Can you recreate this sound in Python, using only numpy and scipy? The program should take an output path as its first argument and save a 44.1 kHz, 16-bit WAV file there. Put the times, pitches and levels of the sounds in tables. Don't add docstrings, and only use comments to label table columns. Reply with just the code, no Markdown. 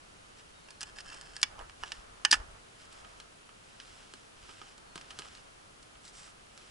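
import sys
import numpy as np
from scipy import signal
from scipy.fft import rfft, irfft
from scipy.io import wavfile
from scipy.ndimage import uniform_filter1d

SR = 44100
rng = np.random.default_rng(int(sys.argv[2]) if len(sys.argv) > 2 else 0)


def bounce(signal):
    frames = np.transpose(np.atleast_2d(signal))
    limited = np.clip(frames, -1, 1)
    pcm = np.round(limited * 32767).astype(np.int16)
    wavfile.write(sys.argv[1], SR, pcm)


N = 295625
SIZE = 8192


def undb(db):
    return 10 ** (np.asarray(db) / 20)


def unit(x):
    return x / np.sqrt(np.mean(x ** 2))


def freqs(size):
    return np.maximum(np.fft.rfftfreq(size, 1 / SR), 1)


def across(rows, hz, axis=1):
    rows = np.array(rows)
    return np.interp(np.log(hz), np.log(rows[:, 0]), rows[:, axis])


def add(out, s, x):
    start = int(s * SR)
    out[..., start:start + x.shape[-1]] += x[..., :N - start]


def walk(rate):
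    hold = int(SR / rate)
    steps = np.repeat(rng.standard_normal(N // hold + 1), hold)
    smooth = uniform_filter1d(uniform_filter1d(steps, hold), hold)
    return unit(smooth[:N])


def swells(rows, rise, point):
    power = np.zeros(N)
    for s, length_s, db in rows:
        t = np.arange(int(length_s * SR)) / SR
        progress = np.interp(t, [0, rise * length_s, length_s], [0, .5, 1])
        arch = abs(np.sin(np.pi * progress)) ** point
        add(power, s, (undb(db) * arch) ** 2)
    return np.sqrt(power)


def soft_pulse(level_db, peak_s):
    t = np.arange(SIZE) / SR
    return undb(level_db) * t / peak_s * np.exp(1 - t / peak_s)


def grains(rate):
    sizes = undb(2 * np.minimum(rng.exponential(size=N), 4))
    happens = rng.random(N) < rate / SR
    return unit(happens * sizes * rng.standard_normal(N))


# f/Hz, correlation
PORT_LIKENESS = [(60, 0.89), (130, 0.83), (260, -0.084), (550, -0.48), (1160, -0.45), (2440, -0.29),
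                 (5100, 0.2), (10700, 0.62)]


def diffuse(gain):
    likeness = across(PORT_LIKENESS, freqs(N))
    mid, side = rfft(rng.standard_normal((2, N))) * gain * np.sqrt([1 + likeness, 1 - likeness])
    return unit(irfft([mid + side, mid - side], N))


# f/Hz, left minus right level/dB, left lead/rad
NEAR_PORTS = [(150, -4, -0.88), (342, 0, -0.85), (614, 1, -1.92), (1160, -10, -1.37), (1890, -7, -0.64),
              (3120, 0.5, -0.61), (5960, -1.5, -0.59), (10700, 2, -0.93)]


def ports(hz):
    half_gain = undb(across(NEAR_PORTS, hz, axis=1) / 2)
    half = half_gain * np.exp(1j * across(NEAR_PORTS, hz, axis=2) / 2)
    return np.array([half, 1 / half]) / np.sqrt((abs(half) ** 2 + abs(half) ** -2) / 2)


def near(x, gain, apart):
    scattered = rfft(abs(x) * rng.standard_normal((2, N)))
    arriving = rfft(x) * ports(freqs(N)) + apart * scattered
    return unit(irfft(arriving * gain, N))


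def resonance(modes, hz):
    return np.sqrt(sum(undb(db) ** 2 / (1 + (2 * (hz - f) / width) ** 2) for f, width, db in modes))


def causal(gain):
    cepstrum = irfft(np.log(gain + 1e-9))
    cepstrum[1:SIZE // 2] *= 2
    cepstrum[SIZE // 2 + 1:] = 0
    return np.exp(rfft(cepstrum))


def contact(decay_s, rise_s):
    t = np.arange(SIZE) / SR
    fade = np.exp(-t / decay_s) * (1 - np.exp(-t / rise_s))
    burst = rfft(rng.standard_normal(SIZE) * fade)
    flat = irfft(burst / (abs(burst) + 1e-9))
    return unit(flat * np.sqrt(fade))


BAND_EDGES = [150, 700, 1450, 3500, 6500, 11000]


def blow_bands(db, centre_hz, fall_db, thud_db, crown_octaves=.48):
    middles = np.sqrt(np.multiply(BAND_EDGES[:-1], BAND_EDGES[1:]))
    hump = undb(-fall_db * np.hypot(np.log2(middles / centre_hz), crown_octaves))
    hump[0] *= undb(thud_db)
    return undb(db) * hump / np.linalg.norm(hump)


def strike(blows, modes, thud_db, spot_db, contrast, rise, scatter_db, scatter_s, apart,
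           tail_db, tail_s, tail_hz):
    out, hz, t = np.zeros((2, N)), freqs(SIZE), np.arange(SIZE) / SR
    peaks = np.array([resonance([mode], hz) ** 2 for mode in modes])
    bands = list(zip(BAND_EDGES, BAND_EDGES[1:]))
    corners = np.log(np.array(bands) * [1.1, 1 / 1.1]).ravel()
    for s, decay_s, db, centre_hz, fall_db in blows:
        weights = undb(spot_db * rng.standard_normal(len(modes))) ** 2
        body = causal(np.sqrt(weights @ peaks) ** contrast) * ports(hz)
        noise = rng.standard_normal((5, SIZE))
        early_noise = noise[0] + apart * noise[1:3]
        early = undb(scatter_db) * unit(early_noise * t * np.exp(-t / scatter_s))
        late = undb(tail_db) * unit(noise[3:] * np.exp(-t / tail_s))
        dull_late = rfft(late) / (1 + 1j * hz / tail_hz)
        ring = (rfft(contact(decay_s, rise * decay_s) + early) + dull_late) * body
        energy = [np.sum(abs(ring[:, (hz >= lo) & (hz < hi)]) ** 2) / SIZE for lo, hi in bands]
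        rms = np.sqrt(np.array(energy) / (SR / 100))
        steps = np.log(blow_bands(db, centre_hz, fall_db, thud_db) / rms)
        colour = np.exp(np.interp(np.log(hz), corners, np.repeat(steps, 2)))
        low_cut = 1 + (BAND_EDGES[0] / hz) ** 3
        add(out, s, irfft(ring * causal(colour / low_cut)))
    return out


# f/Hz, relative level/dB
AIR_COLOUR = [(59, -32), (100, -4.5), (224, -5), (345, -5.5), (373, -4.5), (412, -4.5), (1120, -7.5),
              (1290, -6), (1870, -10.5), (3120, -10.5), (3450, -13.5), (5110, -15.5), (11000, -21),
              (14300, -105), (22000, -120)]


def air():
    level_db = -56 + 0.25 * walk(2.66)
    return undb(level_db) * diffuse(undb(across(AIR_COLOUR, freqs(N))))


# t/s, length/s, rumble level/dB, lapping level/dB
BOAT_ROCKS = [(0., .75, -69, -70), (0.797, 0.71, -62.5, -57.5), (1.44, 0.35, -60, -56),
              (1.78, 0.56, -63, -57.5), (2.284, .32, -55, -55), (2.8, 0.52, -64.5, -58.5),
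              (3.6, 0.51, -78, -65), (4.394, 0.21, -61.5, -66), (4.6, 1.2, -69, -60),
              (6.05, .4, -74, -62.5)]


def rocking(column, calm_db):
    rows = [(row[0], row[1], row[column]) for row in BOAT_ROCKS]
    return np.hypot(undb(calm_db), swells(rows, rise=0.39, point=0.72))


# t/s, peak level/dB, time to peak and decay/s
HULL_SLOSHES = [(1.5, -56, 0.025), (1.572, -51, 0.015), (1.591, -50.5, .014), (2.362, -55, 0.015),
                (2.398, -50, 0.0091), (2.545, -54, 0.011), (5.245, -54.5, 0.0093)]
# f/Hz, relative level/dB
WASH = [(100, -17), (300, -5.0), (650, 2.5), (1000, 1.5), (1280, 4.5), (1700, -2.5), (2400, -12.5),
        (5000, -25), (11000, -27)]


def water():
    gain = undb(across(WASH, freqs(N)))
    surge = np.zeros(N)
    for s, db, peak_s in HULL_SLOSHES:
        add(surge, s, soft_pulse(db, peak_s))
    flicker = undb(0.85 * walk(18))
    ripples = rocking(column=3, calm_db=-65.5) * flicker * diffuse(gain)
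    return ripples + surge * near(grains(rate=3000), gain, apart=0.17)


# t/s, f/Hz, envelope peak level/dB, time to peak and decay/s
LOW_THUMPS = [(1.588, 36, -48, 0.012), (1.621, 37.7, -45.5, 0.0078), (1.82, 49.3, -49.5, 0.0059),
              (1.835, 400, -49, .002), (1.978, 35, -48, 0.013), (2.326, 287, -40.5, 0.0027),
              (2.351, 42, -44, 0.015), (2.399, 45.4, -37, 0.0059), (4.955, 175, -52, 0.0056),
              (5.193, 178, -58, 0.0077)]
# f/Hz, relative level/dB
RUMBLE = [(10, -10), (25, -6), (38, -2.5), (55, -8.0), (90, -9), (140, -25), (300, -42), (1000, -86)]


def hull():
    thumps, t = np.zeros(N), np.arange(SIZE) / SR
    for s, hz, db, peak_s in LOW_THUMPS:
        add(thumps, s, -soft_pulse(db, peak_s) * np.sin(2 * np.pi * hz * t))
    rumble = diffuse(undb(across(RUMBLE, freqs(N))))
    return thumps + rocking(column=2, calm_db=-67) * rumble


# t/s, length/s, level/dB before trim
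RUB_STROKES = [(.365, 0.058, -59.5), (1.78, 0.25, -55), (2.785, 0.092, -56.5), (2.89, 0.14, -58.5),
               (3.03, 0.24, -63), (3.6, 0.73, -60), (4.35, .42, -57), (4.93, 0.57, -56.5), (6.5, 0.32, -60)]
# t/s, length/s, level/dB before trim
PALM_SLIDES = [(6.03, 0.084, -56.5), (6.12, 0.2, -54.5)]
# f/Hz, relative level/dB
CLOTH = [(300, -4.5), (900, 0.5), (1350, 5.0), (2200, 0), (3000, 5.5), (3700, 0.5), (4600, -1.0),
         (5250, 4.0), (6300, -4.5), (7700, -2), (11000, -14)]
SKIN = [(500, -12), (1400, 2), (2000, -1), (3200, 1.5), (4200, -2), (5300, 5), (6500, -1), (7900, 4.5),
        (9500, -3), (11000, -17)]


def hands():
    hz = freqs(N)
    shape = dict(rise=0.47, point=0.63)
    cloth = near(grains(rate=7000), undb(across(CLOTH, hz)), apart=0.3)
    skin = near(grains(rate=8000), undb(across(SKIN, hz)), apart=0.19)
    strokes = swells(RUB_STROKES, **shape) * cloth + swells(PALM_SLIDES, **shape) * skin
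    return undb(-0.3) * strokes * undb(1.7 * walk(40))


# t/s, length/s, start f/Hz, end f/Hz, peak level/dB
FAINT_TONES = [(.53, .08, 3750, 3720, -66), (.605, .2, 4330, 4240, -68), (4.865, .085, 4290, 4250, -65)]


def thin_tones():
    out, t = np.zeros(N), np.arange(N) / SR
    for s, length_s, start_hz, end_hz, db in FAINT_TONES:
        progress = np.clip((t - s) / length_s, 0, 1)
        glide = start_hz + (end_hz - start_hz) * progress
        hz = glide * (1 + 0.0026 * walk(73))
        arch = np.sqrt(4 * progress * (1 - progress))
        out += undb(db) * arch * np.sin(2 * np.pi * np.cumsum(hz) / SR)
    return out


# t/s, chatter decay/s, level/dB before trim, strongest f/Hz, fall to either side/(dB per octave)
STEEL_BLOWS = [(.685, 0.006, -52.5, 1750, 7), (.7055, 0.005, -49, 4300, 4.5),
               (.8075, 0.003, -41.5, 4890, 7), (.8128, 0.0049, -39.5, 3800, 5),
               (.8215, .0034, -47, 3580, 9), (.8292, 0.0045, -38.5, 5000, 4),
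               (.834, 0.0014, -44, 2200, 9.5), (.9843, .0061, -43, 3000, 12),
               (1.005, 0.005, -47.5, 3950, 9), (1.1165, 0.015, -46, 1640, 8), (1.143, 0.005, -47, 1590, 1),
               (1.2112, 0.0024, -47.5, 4470, 4), (1.365, 0.0024, -40, 3720, 11),
               (1.415, .0033, -44, 5980, 8), (1.4278, 0.0022, -43, 7130, 9),
               (1.4301, 0.0015, -19.5, 3620, 12), (1.434, 0.0017, -29, 3180, 8),
               (1.5914, 0.0033, -45, 780, 5.5), (1.6961, .0015, -49, 1830, 9),
               (1.8295, 0.00077, -46.5, 1030, 9), (1.8353, 0.0011, -34, 1450, 10.5),
               (1.9193, .0022, -35, 3000, 12), (2.2492, 0.0039, -18, 2900, 9),
               (2.3102, 0.0035, -31, 5000, 13), (2.3135, 0.0026, -18.5, 4700, 16),
               (2.3253, 0.0019, -19, 2760, 12), (2.3283, 0.0031, -18.7, 2500, 6.3),
               (2.336, 0.0025, -25, 2800, 9.4), (2.3398, 0.0074, -25, 1740, 7),
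               (2.352, 0.012, -44, 5520, 3)]
# f/Hz, width/Hz, relative level/dB
STEEL_MODES = [(320, 113, -11), (804, 86, 0), (913, 55, -1.5), (1090, 180, 1), (1286, 110, 2),
               (1468, 55, 3), (1667, 34, 5), (1753, 59, 2.5), (1795, 22, -4), (1920, 55, -1.5),
               (2287, 59, -2), (2490, 69, -1.5), (2740, 74, 1.5), (2920, 88, 2.5), (3100, 55, -1.5),
               (3430, 120, 1.5), (3730, 78, 2.5), (4130, 150, 0.5), (4500, 120, 2), (5010, 580, 10),
               (5480, 94, 7), (6070, 99, 2.5), (6240, 76, 2.5), (6650, 100, -6), (6450, 370, -3),
               (6950, 140, -4.5), (7770, 470, -3), (8870, 320, -2), (10100, 850, -13.5)]
# t/s, length/s, level/dB before trim
SPRING_SLIPS = [(.855, 0.057, -54.5), (.958, .06, -48.5), (1.04, 0.14, -49.5), (1.14, 0.22, -55.5),
                (1.33, .1, -53)]
# f/Hz, width/Hz, relative level/dB
HOUSING_MODES = [(1230, 920, -10), (1660, 180, 2.5), (2690, 120, 0), (3140, 210, -1.5), (4510, 140, -1.5),
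                 (5240, 230, 1.5), (6950, 180, -5.5), (8000, 1200, -9)]


def rifle():
    contrast = 1.16
    clacks = strike(STEEL_BLOWS, STEEL_MODES, thud_db=-4, spot_db=3.5, contrast=contrast, rise=0.11,
                    scatter_db=-7.0, scatter_s=0.0021, apart=0.85,
                    tail_db=-12, tail_s=0.031, tail_hz=1600)
    scrape = near(grains(rate=2000), resonance(HOUSING_MODES, freqs(N)) ** contrast, apart=0.097)
    force = swells(SPRING_SLIPS, rise=0.42, point=0.39) * undb(1.4 * walk(90))
    return undb(-0.37) * clacks + undb(-1.5) * force * scrape


# t/s, chatter decay/s, level/dB before trim, strongest f/Hz, fall to either side/(dB per octave)
BOAT_KNOCKS = [(2.925, .0055, -53, 8000, 1), (3.0465, 0.0033, -49.5, 1370, 10),
               (3.2002, 0.0021, -47.5, 2950, 7.4), (3.4911, 0.0019, -54, 1270, 10),
               (3.8004, 0.0013, -46, 2900, 15), (4.1371, 0.0018, -47, 2350, 2.5),
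               (4.4883, 0.011, -48, 1230, 6.5), (4.615, 0.0034, -45, 1200, 9),
               (4.7781, 0.0026, -55, 8000, 2.5), (4.9562, .0034, -42, 1720, 2.4),
               (4.9772, 0.0027, -45, 1880, 5.3), (5.0115, .0042, -50, 2900, 8),
               (5.1045, 0.0068, -44.5, 2380, 8), (5.1887, 0.0013, -41.5, 3500, 4.5),
               (5.1942, 0.00067, -42, 1620, 2), (5.2195, .0028, -47, 2040, 9),
               (5.351, .0015, -52, 3650, 14), (5.373, 0.0022, -57, 3450, 16),
               (5.8273, .0031, -56.5, 4900, 5), (5.953, .0035, -56, 1310, 9.3),
               (6.0502, .004, -53.5, 5300, 10), (6.078, .003, -54, 4900, 13),
               (6.277, 0.0016, -53.5, 1050, 9), (6.5766, 0.0014, -52, 5000, 3)]
# f/Hz, width/Hz, relative level/dB
SHAFT_MODES = [(182, 69, 5), (350, 120, 3.5), (467, 63, -16.5), (970, 69, -11), (1259, 41, 5),
               (1616, 89, 4.5), (1700, 30, -12), (2760, 50, -15), (2990, 190, -2), (4130, 470, 10),
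               (5060, 1200, 9), (8200, 960, -2)]


def oar():
    knocks = strike(BOAT_KNOCKS, SHAFT_MODES, thud_db=2.0, spot_db=2.0, contrast=1.06, rise=0.22,
                    scatter_db=-6.5, scatter_s=0.0046, apart=0.28,
                    tail_db=-5, tail_s=0.032, tail_hz=3550)
    return undb(0.54) * knocks


def scene():
    return air() + water() + hull() + hands() + thin_tones() + rifle() + oar()


def record(dry):
    top_cut = signal.ellip(10, .2, 70, 11150, fs=SR, output="sos")
    return signal.sosfilt(top_cut, np.tanh(dry))


dry = scene()
out = record(dry)
bounce(out)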